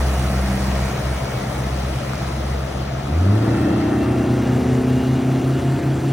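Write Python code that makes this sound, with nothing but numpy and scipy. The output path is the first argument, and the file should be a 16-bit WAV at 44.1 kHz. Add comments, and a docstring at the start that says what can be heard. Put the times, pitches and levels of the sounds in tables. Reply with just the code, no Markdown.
"""A motor boat's four-cylinder engine, heard on board, cruises and then opens up hard at about 3 s.
Its periodic firing gives harmonics that swell and dip as the revs climb, and pulses the gas that
burbles out through the water. An outboard ahead pulls away, slowly gaining speed, and the two
engine notes beat. Bubbles and drops churn and spray along the hulls on the lake, and the stereo
image narrows as the microphone zooms in."""
import sys
import numpy as np
from scipy import signal
from scipy.fft import rfft, irfft, next_fast_len
from scipy.io import wavfile

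SR = 44100
rng = np.random.default_rng(int(sys.argv[2]) if len(sys.argv) > 2 else 0)


def master_out(mix):
    """Clip the mix to full scale and print it as 16-bit PCM to the path in sys.argv[1]."""
    frames = np.transpose(np.atleast_2d(mix))
    ceiling = np.clip(frames, -1, 1)
    pcm = np.round(ceiling * 32767).astype(np.int16)
    wavfile.write(sys.argv[1], SR, pcm)


N = 269892
TIME = np.arange(N) / SR
THROTTLE_S = 2.995   # the throttle opens
BITE_S, BITE_LENGTH_S = 3.28, .24   # the propeller bites
# cowling resonances: (frequency [Hz], width [Hz], gain [dB])
COWL_MODES = [(685.5, 56, 5.5), (783, 59, 6.5)]
COWL_HZ = COWL_MODES[0][0]


def from_db(db):
    return 10 ** (np.asarray(db) / 20)


def unit_rms(x):
    return x / np.sqrt(np.mean(x ** 2) + 1e-20)


def ramp(start_s, length_s):
    return np.clip((TIME - start_s) / length_s, 0, 1)


def bell(x, centre, width):
    return np.exp(-((x - centre) / width) ** 2)


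def band(x, low, high):
    return signal.sosfilt(signal.butter(2, [low, high], "band", fs=SR, output="sos"), x)


def stereo(mid, side):
    return np.array([mid + side, mid - side])


def phase_of(hz):
    """Phase in radians is the time integral of angular frequency."""
    return 2 * np.pi * np.cumsum(hz) / SR


def in_time(rows):
    """Linear interpolation of each column at every sample."""
    times, *columns = np.transpose(rows)
    return [np.interp(TIME, times, column) for column in columns]


def at_hz(rows, hz):
    """Interpolation of each column over log frequency."""
    points, *columns = np.transpose(rows)
    return [np.interp(np.log(hz), np.log(points), column) for column in columns]


def drift(bandwidth_hz):
    """Low-passed noise: a slow random fluctuation of rms 1."""
    hop, settle = 40, 2000
    pole = np.exp(-2 * hop * np.pi * bandwidth_hz / SR)
    white = rng.standard_normal(N // hop + settle + 2)
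    slow = signal.lfilter([1], [1, -2 * pole, pole * pole], white)[settle:]
    return np.interp(np.arange(N) / hop, np.arange(len(slow)), unit_rms(slow))


def coloured_noise(spectrum):
    """Third-octave noise bands weighted by a spectral density; rms 1."""
    low, high = spectrum[0][0], spectrum[-1][0]
    edges = np.geomspace(low, high, round(3 * np.log2(high / low)) + 1)
    white = rng.standard_normal((2, N))
    return unit_rms(sum(from_db(at_hz(spectrum, np.sqrt(a * b))[0]) * band(white[k % 2], a, b)
                        for k, (a, b) in enumerate(zip(edges, edges[1:]))))


def narrow_noise(hz, width_hz):
    """A resonance driven by noise gives a tone of random amplitude and phase; rms 1."""
    phase = phase_of(hz * np.ones(N))
    return unit_rms(drift(width_hz) * np.cos(phase) + drift(width_hz) * np.sin(phase))


def port_wind(level_db=-49):
    """Turbulent wind pressure rumbles independently on each microphone port."""
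    return from_db(level_db) * np.array([unit_rms(band(rng.standard_normal(N), 25, 140))
                                         for port in range(2)])


def droplets(per_s, size_spread_db):
    """Shot noise: bubbles and drops of uneven size burst at random over a smooth hiss; rms 1."""
    sizes = from_db(size_spread_db * np.minimum(rng.exponential(1, N), 5)) * rng.choice([-1, 1], N)
    impulses = unit_rms(sizes * (rng.random(N) < per_s / SR))
    return unit_rms(impulses + 1.09 * rng.standard_normal(N))


def froth(level_db=-48.5, loss_db_per_s=2.0, band_hz=(5550, 6380)):
    """The finest bubbles resonate in a narrow high band, fading as the outboard leaves."""
    sizzle = unit_rms(band(droplets(per_s=2500, size_spread_db=5.0), *band_hz))
    return from_db(level_db - loss_db_per_s * TIME) * sizzle


def wake_trough(zoom, level_db=-47):
    """Tumbling water excites a hollow resonance of the wake, lost as the microphone zooms in."""
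    return from_db(level_db) * (1 - zoom) * narrow_noise(1320, width_hz=72)


def side_wave(zoom, level_db=-32, start_below_db=14, build_s=0.43, lag_s=0.000544, right_db=-8.5):
    """Time and level differences place a building wave on the left; the zoom shuts it out."""
    # wave peeling off the hull: (frequency [Hz], relative density [dB])
    spectrum = [(350, 4), (480, 2), (680, 7.5), (1000, -4), (1450, -11.5), (2500, -11.5), (4500, -16),
                (6500, -28)]
    envelope = from_db(level_db - start_below_db * np.exp(-TIME / build_s)) * np.sqrt(1 - zoom)
    left = envelope * coloured_noise(spectrum)
    right = from_db(right_db) * np.interp(TIME - lag_s, TIME, left)
    return np.array([left, right])


def water(load, strain, zoom, patchy_db=1.42, air_db_per_octave=-8.0):
    """Shot noise of bubbles and drops: close propeller wash gives way to spray at speed."""
    # water noise: (frequency [Hz], relative wash density [dB], relative spray density [dB],
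    # side re mid when wide [dB], side re mid when zoomed [dB])
    spectrum = [(398, -5, -2, -3, -12), (483, -2.5, -5, -13.5, -12), (622, 0.5, -2, -25, -29),
                (956, -7.5, -10.5, -5, 0), (1210, -9.5, -8, -12, -40), (1980, -11, -13.5, -6.5, -54),
                (2550, -17, -16.5, 2.5, -58), (3420, -19, -20, -2, -42), (4720, -23.5, -23.5, 6, -50),
                (5660, -22, -27, -3, -11), (7500, -23.8, -23.2, -5.5, -10),
                (8900, -20.5, -23, -11.5, -14.5)]
    # churn, splash and fizz: (initial wash [dB], wash loss [dB/s], spray [dB], spray gain at strain [dB])
    parts = [(-30, 1.88, -33.5, 1), (-39, 2.14, -42, -6.5), (-40, 3, -45.5, -3.5)]
    # the wake breaks: (time [s], width [s], churn gain [dB], splash gain [dB], fizz gain [dB])
    surges = [(.75, .35, 1.5, 1, .5), (2.2, .35, 0, 1.5, .5), (4.35, .3, 1, 2, 0)]
    at_speed = ramp(2, 3.8)
    drops = [[droplets(per_s=4500, size_spread_db=3.8) for channel in range(2)] for pair in range(2)]
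    edges = np.geomspace(400, 16000, 23)
    crossovers_hz = [2000, 6500]   # churn | splash | fizz
    layers = np.zeros((3, 2, N))
    for k, (low, high) in enumerate(zip(edges, edges[1:])):
        hz = np.sqrt(low * high)
        wash_db, spray_db, wide_db, zoomed_db = at_hz(spectrum, hz)
        rolloff_db = air_db_per_octave * max(0, np.log2(hz / 9000))
        gain = from_db(wash_db + at_speed * (spray_db - wash_db) + rolloff_db + patchy_db * drift(14.7))
        width = from_db(wide_db + zoom * (zoomed_db - wide_db))
        mid, side = band(drops[k % 2], low, high)   # neighbouring bands get unrelated drops
        layers[np.searchsorted(crossovers_hz, hz)] += gain * stereo(mid, width * side)
    out = 0
    for k, (wash_db, loss_db_per_s, spray_db, strain_db) in enumerate(parts):
        wash = from_db(wash_db - loss_db_per_s * TIME)
        spray = load * from_db(spray_db + strain_db * strain)
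        surge_db = sum(gains_db[k] * bell(TIME, time_s, width_s) for time_s, width_s, *gains_db in surges)
        layer = layers[k] / np.std(layers[k].mean(axis=0))
        out += np.hypot(wash, spray) * from_db(surge_db) * layer   # incoherent sources add in power
    return out


def hull(load, strain, hum_hz=77.9, hum_db=-36, rumble_db=-35):
    """Forced vibration: the hull rumbles under the waves and hums when driven hard."""
    # hull rumble: (frequency [Hz], relative density [dB])
    spectrum = [(22, -36), (32, -35), (45, -2.5), (60, -2), (80, 2), (110, -21), (160, 9.5)]
    planing, in_wash = bell(TIME, 4.8, 0.41), bell(TIME, .9, .55)
    level_db = hum_db + 2.5 * strain + 5 * planing + 1.5 * drift(7.2)
    hum = load * from_db(level_db) * np.sqrt(2) * np.sin(phase_of(hum_hz + drift(3.8)))
    rumble = from_db(rumble_db - 2.5 * load + 4 * in_wash) * coloured_noise(spectrum)
    return hum + rumble


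def knocks(decay_s=.0012, band_ratio=1.3, right_db=-7):
    """Heavily damped impacts give dry ticks, close by on the left."""
    # knocks on board: (time [s], peak level [dB], frequency [Hz])
    impacts = [(2.047, -22, 1100), (2.134, -14.3, 1150), (2.134, -25.5, 6800), (2.155, -26.5, 5600)]
    out = np.zeros(N)
    for time_s, peak_db, hz in impacts:
        burst = rng.standard_normal(N) * (TIME >= time_s) * np.exp(-np.abs(TIME - time_s) / decay_s)
        tick = band(burst + 1e-18, hz / band_ratio, hz * band_ratio)
        out += from_db(peak_db) * tick / np.abs(tick).max()
    return out * from_db([[0], [right_db]])


def gear_whine(skirt_width_hz=55, skirt_db=-6.5, fade_s=0.09):
    """Narrow-band whining tones come and go, gliding slowly in pitch."""
    # spells of whine: (start [s], end [s], start pitch [Hz], end pitch [Hz], width [Hz], level [dB])
    spells = [(0, .34, 1295, 1285, 14, -43), (.15, .55, 2210, 2210, 12, -51),
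              (.25, 1.0, 1870, 1854, 12, -48), (0.597, 1.65, 2253, 2240, 4, -51),
              (3.45, 4.42, 2620, 2760, 28, -49), (4.331, 4.86, 2810, 2865, 20, -51),
              (4.84, 5.26, 2785, 2860, 20, -46), (5.2, 5.78, 2764, 2850, 20, -50.5)]
    out = 0
    for start, end, start_hz, end_hz, width_hz, db in spells:
        hz = start_hz + (end_hz - start_hz) * ramp(start, end - start)
        tone = unit_rms(narrow_noise(hz, width_hz) + from_db(skirt_db) * narrow_noise(hz, skirt_width_hz))
        envelope = ramp(start, fade_s) * (1 - ramp(end - fade_s, fade_s))
        out += from_db(db) * envelope * tone
    return out


def outboard(near_firing, load, note_db=-38.0, in_phase_s=5.31):
    """Beats: the firing note of the outboard ahead interferes with that of the near engine."""
    # outboard speed: (time [s], firing rate [Hz])
    speed = [(0, 124.7), (1.7, 122.2), (2.7, 126.8), (3.9, 126.5), (6.12, 139.1)]
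    # outboard harmonics: (order [multiple of cycle rate], level at speed [dB])
    harmonics = [(6, -46), (7, -42.5), (8, -37), (10, -40.5), (11, -41), (12, -45.5)]
    firing = phase_of(in_time(speed)[0])
    crest = int(in_phase_s * SR)
    firing = firing - firing[crest] + near_firing[crest]   # the two notes add up here
    cycle = firing / 4
    close_by, late_swell = bell(TIME, 0, 1.2), bell(TIME, 5.4, 1.16)   # it swells to its loudest late on
    level_db = note_db + 5 * close_by + 14 * late_swell + .8 * drift(6.6)
    overtones = sum(from_db(db + 1.5 * drift(3.9)) * np.cos(order * cycle + rng.uniform(0, 2 * np.pi))
                    for order, db in harmonics)
    return np.sqrt(2) * (load * overtones - from_db(level_db) * np.sin(firing))


def throttle(surge_s=.292, full_hz=116.1, creep_hz_per_s=5.75, lift_s=3.87, ease_s=0.53):
    """Load, strain (both 0-1) and firing rate: the engine surges, then labours until the hull lifts."""
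    # near engine cruising: (time [s], firing rate [Hz])
    cruise = [(0, 66.9), (.2, 65.3), (1.5, 65.1), (2.5, 66.6)]
    load = 1 - bell(np.maximum(TIME, THROTTLE_S), THROTTLE_S, surge_s)
    strain = load * bell(np.maximum(TIME, lift_s), lift_s, ease_s)
    open_hz = full_hz + creep_hz_per_s * (TIME - THROTTLE_S)   # creeps up as the boat gathers way
    return load, strain, (1 - load) * in_time(cruise)[0] + load * open_hz


def panels(load, rasp_db):
    """Under load the rasp drives the engine cover's panels into resonance."""
    # panel modes: (frequency [Hz], width [Hz], level re rasp [dB])
    modes = [(1367, 64, -6), (1810, 35, -5), (2710, 45, -14.5), (3210, 71, -13)]
    ringing = sum(from_db(db) * narrow_noise(hz, width_hz) for hz, width_hz, db in modes)
    return from_db(rasp_db) * load ** 2 * ringing


def cowl_drone(load, drone_db=-43):
    """Engine noise excites the lowest cowling resonance at any speed, most as the throttle opens."""
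    level_db = drone_db - 0.5 * load + 5.5 * bell(TIME, THROTTLE_S, .55)
    return from_db(level_db) * narrow_noise(COWL_HZ, width_hz=50)


def pipe_boom(load, strain, pipe_hz=110.9, strain_db=-31, running_db=-42):
    """Once the propeller bites, gas bursts sustain the lowest resonance of the exhaust pipe."""
    envelope = ramp(BITE_S, BITE_LENGTH_S) * (strain * from_db(strain_db) + load * from_db(running_db))
    return envelope * narrow_noise(pipe_hz, width_hz=6)


def cough(firing, level_db=-26.5, puff_depth=0.6, lope_depth=.35):
    """As the revs climb, hoarse gas noise is amplitude-modulated at the firing and cycle rates."""
    # rush of gas: (frequency [Hz], relative density [dB])
    spectrum = [(210, -15), (270, 1.5), (340, -1), (410, -14)]
    puffs = (1 + puff_depth * np.cos(firing)) * (1 + lope_depth * np.cos(firing / 4))
    return from_db(level_db) * bell(TIME, 3.55, 0.4) * unit_rms(coloured_noise(spectrum) * puffs)


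def exhaust_levels(load, strain):
    """Gains of burble and rasp in dB: both rise with the strain on the engine."""
    cruise_db = -31 - 1.5 * np.minimum(TIME, THROTTLE_S)
    surge_db = 4 * np.sin(np.pi * load)   # more gas while the revs climb
    burble_db = cruise_db + 2.6 * load + 2.2 * np.sqrt(strain) + surge_db
    rasp_db = -42 - 20 * load + 22 * strain
    return burble_db, rasp_db


def exhaust(firing, burble_db, rasp_db, puff_depth=0.18, rasp_depth=0.66):
    """Modulated noise: gas bursts through the water at each firing, and the block rasps in step."""
    # gas in water: (frequency [Hz], relative density [dB])
    burble_spectrum = [(100, 7), (140, -0.5), (200, 4.5), (260, 2.5), (330, 2), (390, -3.5), (460, -27)]
    # engine block: (frequency [Hz], relative density [dB])
    rasp_spectrum = [(450, 4), (680, 13), (950, 1), (1300, 16), (1850, -19), (2500, -40), (3400, -41.5)]
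    burble = stereo(coloured_noise(burble_spectrum), from_db(-26) * coloured_noise(burble_spectrum))
    puffs = band(burble * unit_rms(1 + puff_depth * np.cos(firing)), 70, 900)
    rasp = stereo(coloured_noise(rasp_spectrum), from_db(-18) * coloured_noise(rasp_spectrum))
    rasp *= unit_rms(1 + rasp_depth * np.cos(firing))
    return from_db(burble_db) * puffs + from_db(rasp_db) * rasp


def swell_and_dip_db(order, cycle_hz):
    """Pitch-dependent gain: a harmonic swells and dips at its own pitches as the revs climb."""
    # swells and dips: (order [multiple of cycle rate], frequency [Hz], width [Hz], gain [dB])
    gains = [(4, 81, 8.9, 12.5), (4, 99.7, 13.5, 12.5), (4, 121, 1.57, -12), (6, 179.5, 2.5, 5.5),
             (6, 187, 2.7, 6.5), (7, 234, 3.7, -6.5), (8, 203.5, 13, 13), (8, 224, 5, -11),
             (8, 253.8, 11.5, 14.5), (9, 266, 18, 4), (9, 285, 4, -3), (10, 301, 10, 14),
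             (10, 316.5, 3.6, -13), (10, 334, 14.4, 8), (11, 326, 11, 3), (11, 349.5, 4.2, -12),
             (11, 367, 3.9, -13), (12, 323, 14, 9), (12, 370, 25, 13), (14, 442, 6.6, 18),
             (15, 442, 13, -9), (16, 499, 8, 8), (18, 540, 7, 8), (18, 560, 5, 12), (24, 757, 13, 8),
             (28, 922, 8, 11), (29, 906, 7, 9)]
    return sum(db * bell(order * cycle_hz, hz, width) for k, hz, width, db in gains if k == order)


def strong_harmonics(cycle_hz, load, full_note_db=-23, swell_order=12, waver_db=.7):
    """Periodic firing gives phase-locked harmonics; with four cylinders the firing note is order 4."""
    # firing note while cruising: (time [s], base level [dB])
    cruise_note = [(0, -18.5), (.3, -23), (.42, -20.5), (.55, -27), (.65, -22), (.89, -24.5), (.95, -36),
                   (1.02, -26.5), (1.14, -23), (1.24, -32), (1.27, -40), (1.75, -26), (1.93, -25),
                   (2.02, -35), (2.45, -26), (2.85, -32), (3.05, -33.5)]
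    # strong harmonics: (order [multiple of cycle rate], cruising base [dB], full-throttle base [dB])
    harmonics = [(8, -30, -35.5), (10, -46, -37.5), (12, -38, -42), (14, -53, -48)]
    firing_note = (4, in_time(cruise_note)[0], full_note_db)
    cycle = phase_of(cycle_hz)
    out = 0
    for order, cruise_db, full_db in [firing_note, *harmonics]:
        level_db = cruise_db + load * (full_db - cruise_db) + waver_db * drift(7.0)
        if order == swell_order:
            level_db += 13.5 * bell(TIME, 0.52, 0.35)
        out -= from_db(level_db + swell_and_dip_db(order, cycle_hz)) * np.sin(order * cycle)
    return np.sqrt(2) * out


def weak_harmonics(cycle_hz, load, strain, waver_db=1.4, slip_rad=.45):
    """Unequal cylinders add harmonics, which uneven combustion modulates in level and phase."""
    # weak harmonics: (order [multiple of cycle rate], cruising base [dB], full-throttle base [dB])
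    harmonics = [(3, -50, -38), (5, -49, -35), (6, -60, -38.5), (7, -38, -29.5), (9, -55, -32),
                 (11, -41, -30), (13, -44, -53), (15, -59, -41.5), (16, -62, -48), (17, -62, -40),
                 (18, -57, -53), (19, -50, -51), (20, -46, -65), (21, -54, -39), (22, -55, -49),
                 (24, -54.5, -49.5), (26, -47, -43.5), (28, -70, -51), (29, -71, -48.5)]
    cycle = phase_of(cycle_hz)
    bite = ramp(BITE_S, BITE_LENGTH_S)
    muffle_db = -6.5 - 8 * np.sin(np.pi * load)   # the upper orders are dullest in mid surge
    out = 0
    for order, cruise_db, full_db in harmonics:
        hz = order * cycle_hz
        level_db = cruise_db + bite * (full_db - cruise_db) + 2.5 * strain + waver_db * drift(2.4)
        level_db += swell_and_dip_db(order, cycle_hz)
        level_db += sum(db * bell(hz, centre, width) for centre, width, db in COWL_MODES)
        level_db += muffle_db * np.minimum(hz / COWL_HZ, 1) ** 2
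        slip = slip_rad * (hz / COWL_HZ) ** 2 * drift(6.5)
        out += from_db(level_db) * np.cos(order * cycle + rng.uniform(0, 2 * np.pi) + slip)
    return np.sqrt(2) * out


def scene():
    """Superposition: both engines and the hull sit in the middle, the water all around."""
    load, strain, firing_hz = throttle()
    firing, cycle_hz = phase_of(firing_hz), firing_hz / 4
    zoom = ramp(3.82, 0.51)
    burble_db, rasp_db = exhaust_levels(load, strain)
    engine = strong_harmonics(cycle_hz, load) + weak_harmonics(cycle_hz, load, strain)
    gas = exhaust(firing, burble_db, rasp_db) + cough(firing) + pipe_boom(load, strain)
    cover = panels(load, rasp_db) + cowl_drone(load)
    ahead = outboard(firing, load) + gear_whine()
    lake = water(load, strain, zoom) + froth() + wake_trough(zoom) + side_wave(zoom) + port_wind()
    return lake + hull(load, strain) + knocks() + ahead + cover + gas + engine


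def stereo_processing(sound):
    """The phone's stereo processing leans two narrow bands left; the left treble lags in phase."""
    # bands where mid leaks into side: (frequency [Hz], width [Hz], side re mid [dB])
    leaks = [(520, 110, -5.5), (1004, 100, -3.5)]
    # left channel behind right: (frequency [Hz], phase lag [rad])
    lag = [(5300, 0), (8000, 1.68), (10000, 2), (12000, 2), (15500, 5)]
    size = next_fast_len(N + SR // 10)
    hz = np.maximum(np.arange(size // 2 + 1) * SR / size, 1)
    left, right = rfft(sound, size)
    mid, side = (left + right) / 2, (left - right) / 2
    lean = sum(from_db(db) / (1 + 1j * (hz ** 2 - centre ** 2) / (hz * width))
               for centre, width, db in leaks)
    phase_shift = np.exp(.5j * at_hz(lag, hz)[0] * np.array([[-1], [1]]))
    return irfft(stereo(mid, side + lean * mid) * phase_shift, size)[:, :N]


def record(dry, cutoff_hz=15800):
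    """Stereo processing shapes the image, and a steep low-pass filter limits the bandwidth."""
    lowpass = signal.ellip(10, .1, 80, cutoff_hz, fs=SR, output="sos")
    return signal.sosfilt(lowpass, stereo_processing(dry))


dry = scene()
out = record(dry)
master_out(out)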